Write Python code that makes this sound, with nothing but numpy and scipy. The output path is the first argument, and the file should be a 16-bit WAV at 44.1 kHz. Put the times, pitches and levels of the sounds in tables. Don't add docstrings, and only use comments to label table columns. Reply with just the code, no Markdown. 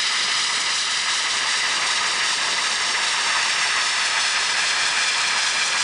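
import sys
import numpy as np
from scipy import signal
from scipy.fft import rfft, irfft
from scipy.io import wavfile
from scipy.ndimage import map_coordinates

SR = 44100
rng = np.random.default_rng(int(sys.argv[2]) if len(sys.argv) > 2 else 0)


def file_out(sig):
    cols = np.atleast_2d(sig).T
    lim = np.clip(cols, -1, 1)
    pcm = np.round(lim * 32767).astype(np.int16)
    wavfile.write(sys.argv[1], SR, pcm)


N = 257103
TIME = np.arange(N) / SR
FREQS = np.maximum(np.arange(N // 2 + 1) * SR / N, 1)
START_TURNS_PER_S, SLOWING_TURNS_PER_S2 = 2.66, 0.03


def from_db(db):
    return 10 ** (np.asarray(db) / 20)


def in_time(rows):
    times, *columns = np.transpose(rows)
    return [np.interp(TIME, times, column) for column in columns]


def resonance(centre_hz, width_hz):
    return 1 / (1 + (2 * (FREQS - centre_hz) / width_hz) ** 2)


def response(colour, modes=()):
    hz, db = np.transpose(colour)
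    lift = sum(lift_db * resonance(centre, width) for centre, width, lift_db in modes)
    return from_db(np.interp(np.log(FREQS), np.log(hz), db) + lift)


def noise(gain):
    shaped = irfft(rfft(rng.standard_normal(N)) * gain, N)
    return shaped / np.sqrt(np.mean(shaped ** 2) + 1e-20)


def flutter(rate_hz, depth_db):
    return from_db(depth_db * noise(resonance(rate_hz, 2 * rate_hz)))


def crank_turns():
    return START_TURNS_PER_S * TIME - SLOWING_TURNS_PER_S2 * TIME ** 2 / 2


def each_turn(strokes, edge_s=0.034):
    lift = 0
    for start, length, lift_db in strokes:
        from_middle = np.abs((crank_turns() - start - length / 2 + .5) % 1 - .5)
        inside_s = (length / 2 - from_middle) / START_TURNS_PER_S
        lift = lift + lift_db * np.clip(.5 + inside_s / edge_s, 0, 1)
    return lift


def steam(highs_db, lows_db, gain, split_hz, flutter_hz, band_flutter_db):
    low_share = 1 / (1 + (FREQS / split_hz) ** 20)
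    highs = from_db(highs_db) * noise(gain * np.sqrt(1 - low_share)) * flutter(flutter_hz, band_flutter_db)
    lows = from_db(lows_db) * noise(gain * np.sqrt(low_share)) * flutter(flutter_hz, band_flutter_db)
    return (highs + lows) * flutter(flutter_hz, depth_db=0.38)


def pipework(highs_trim_db=-1.0, lows_trim_db=-0.5):
    # (time [s], level of highs [dB], level of lows [dB])
    roar = [(0, -25, -34.5), (0.55, -26.5, -33.5), (0.85, -27, -35.5), (1.35, -25.5, -32.5),
            (1.9, -24.5, -30.5), (2.8, -26, -31.5), (3.2, -23.5, -29.5), (4.5, -24, -31),
            (5.83, -24.5, -30.5)]
    # (frequency [Hz], relative level [dB])
    colour = [(350, -29), (600, -13.5), (790, -11), (880, -4), (1150, -3), (1450, -3), (1650, -1),
              (2200, -1), (2900, -4.5), (3150, -7.5), (4500, -42)]
    # (frequency [Hz], width [Hz], lift [dB])
    modes = [(706, 60, 5), (975, 63, 2), (1269, 95, 8.5), (1670, 130, 3), (2006, 48, 6.5), (2370, 89, 4),
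             (2800, 63, 2.5)]
    # (start [turns], length [turns], lift of lows [dB])
    surges = [(0.752, 0.16, 2.0), (0.31, 0.17, 1.4)]
    sag = (0.11, 0.15, -1.6)
    highs_db, lows_db = in_time(roar)
    surge_db = each_turn(surges + [sag])
    return steam(highs_db + highs_trim_db + 0.55 * surge_db, lows_db + lows_trim_db + surge_db,
                 response(colour, modes), split_hz=1333, flutter_hz=12.4, band_flutter_db=0.8)


def cylinders(lows_trim_db=-1.0):
    # (time [s], level [dB])
    body = [(0, -23.5), (0.65, -25.5), (1.4, -26.5), (2.6, -26.5), (3.8, -26.5), (4.3, -25.5),
            (5.83, -26.5)]
    # (time [s], level [dB])
    sizzle = [(0, -28.5), (0.5, -27), (0.95, -28.6), (4.0, -27.5), (5.83, -27.5)]
    # (frequency [Hz], relative level [dB])
    colour = [(2000, -39), (2800, -9.5), (3050, -4), (4300, -2.5), (5500, -3), (6100, -5.5), (7000, -7.5),
              (7800, -7.5), (8800, -11.5), (10200, -11)]
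    # (frequency [Hz], width [Hz], lift [dB])
    modes = [(3080, 150, 2.1), (3460, 120, 2.8), (3820, 75, 2.6), (4800, 40, 1.4), (5330, 250, 2.5)]
    # (start [turns], length [turns], treble lift at vigour 1 [dB])
    spurts = [(0.886, 0.32, 3), (0.38, 0.3, 1.85)]
    vigour = [0.32, 0.54, 0.83, 1.04, 1.1, 0.97, 0.95, 0.83, 0.86, 0.84, 0.55, 0.79, 0.76, 0.82, 1, 1.5]
    lows_db, = in_time(body)
    highs_db, = in_time(sizzle)
    spurt_db = each_turn(spurts) * np.interp(crank_turns(), np.arange(len(vigour)), vigour)
    return steam(highs_db + spurt_db, lows_db + lows_trim_db + 0.69 * spurt_db,
                 response(colour, modes), split_hz=5290, flutter_hz=15, band_flutter_db=0.58)


def running_gear(trim_db=0.5):
    # (time [s], level [dB])
    rolling = [(0, -46), (0.6, -43.5), (0.9, -46), (1.8, -41.5), (3.5, -43), (3.95, -45), (4.45, -43),
               (5.83, -43.5)]
    # (frequency [Hz], relative level [dB])
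    colour = [(15, -16), (35, -17), (70, -18.5), (100, -11.5), (150, -8), (210, -4), (270, -5), (330, -3.5),
              (400, 2.5), (580, 1.5), (720, -8), (1200, -38)]
    thrust = (0.42, 0.47, 1.7)  # (start [turns], length [turns], lift [dB])
    level_db, = in_time(rolling)
    rumble = noise(response(colour)) * flutter(rate_hz=12, depth_db=0.5)
    return from_db(level_db + trim_db + each_turn([thrust])) * rumble


def ground_reflection(direct, echo_ratio=0.31):
    # (time [s], lag [ms])
    echo_lag = [(0, 1.015), (0.6, 1.01), (1.8, 1.06), (3.6, 1.085), (4.3, 1.15), (5.83, 1.2)]
    lag_ms, = in_time(echo_lag)
    echo = map_coordinates(direct, [np.arange(N) - lag_ms * SR / 1000], order=3, mode="wrap")
    return (direct + echo_ratio * echo) / np.sqrt(1 + echo_ratio ** 2)


def leak():
    # (time [s], level [dB])
    whistle = [(0, -64), (3.0, -55), (4.0, -40), (4.7, -40), (5.1, -32.5), (5.35, -41), (5.65, -32),
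               (5.83, -33)]
    level_db, = in_time(whistle)
    return from_db(level_db) * noise(resonance(centre_hz=2382, width_hz=28))


def scene():
    engine = pipework() + cylinders() + running_gear()
    mix = ground_reflection(engine) + leak()
    return np.stack([mix, mix])


def record(dry, stopband_hz=10450):
    low_pass = signal.cheby2(20, 60, stopband_hz, fs=SR, output="sos")
    return signal.sosfiltfilt(low_pass, dry)


dry = scene()
out = record(dry)
file_out(out)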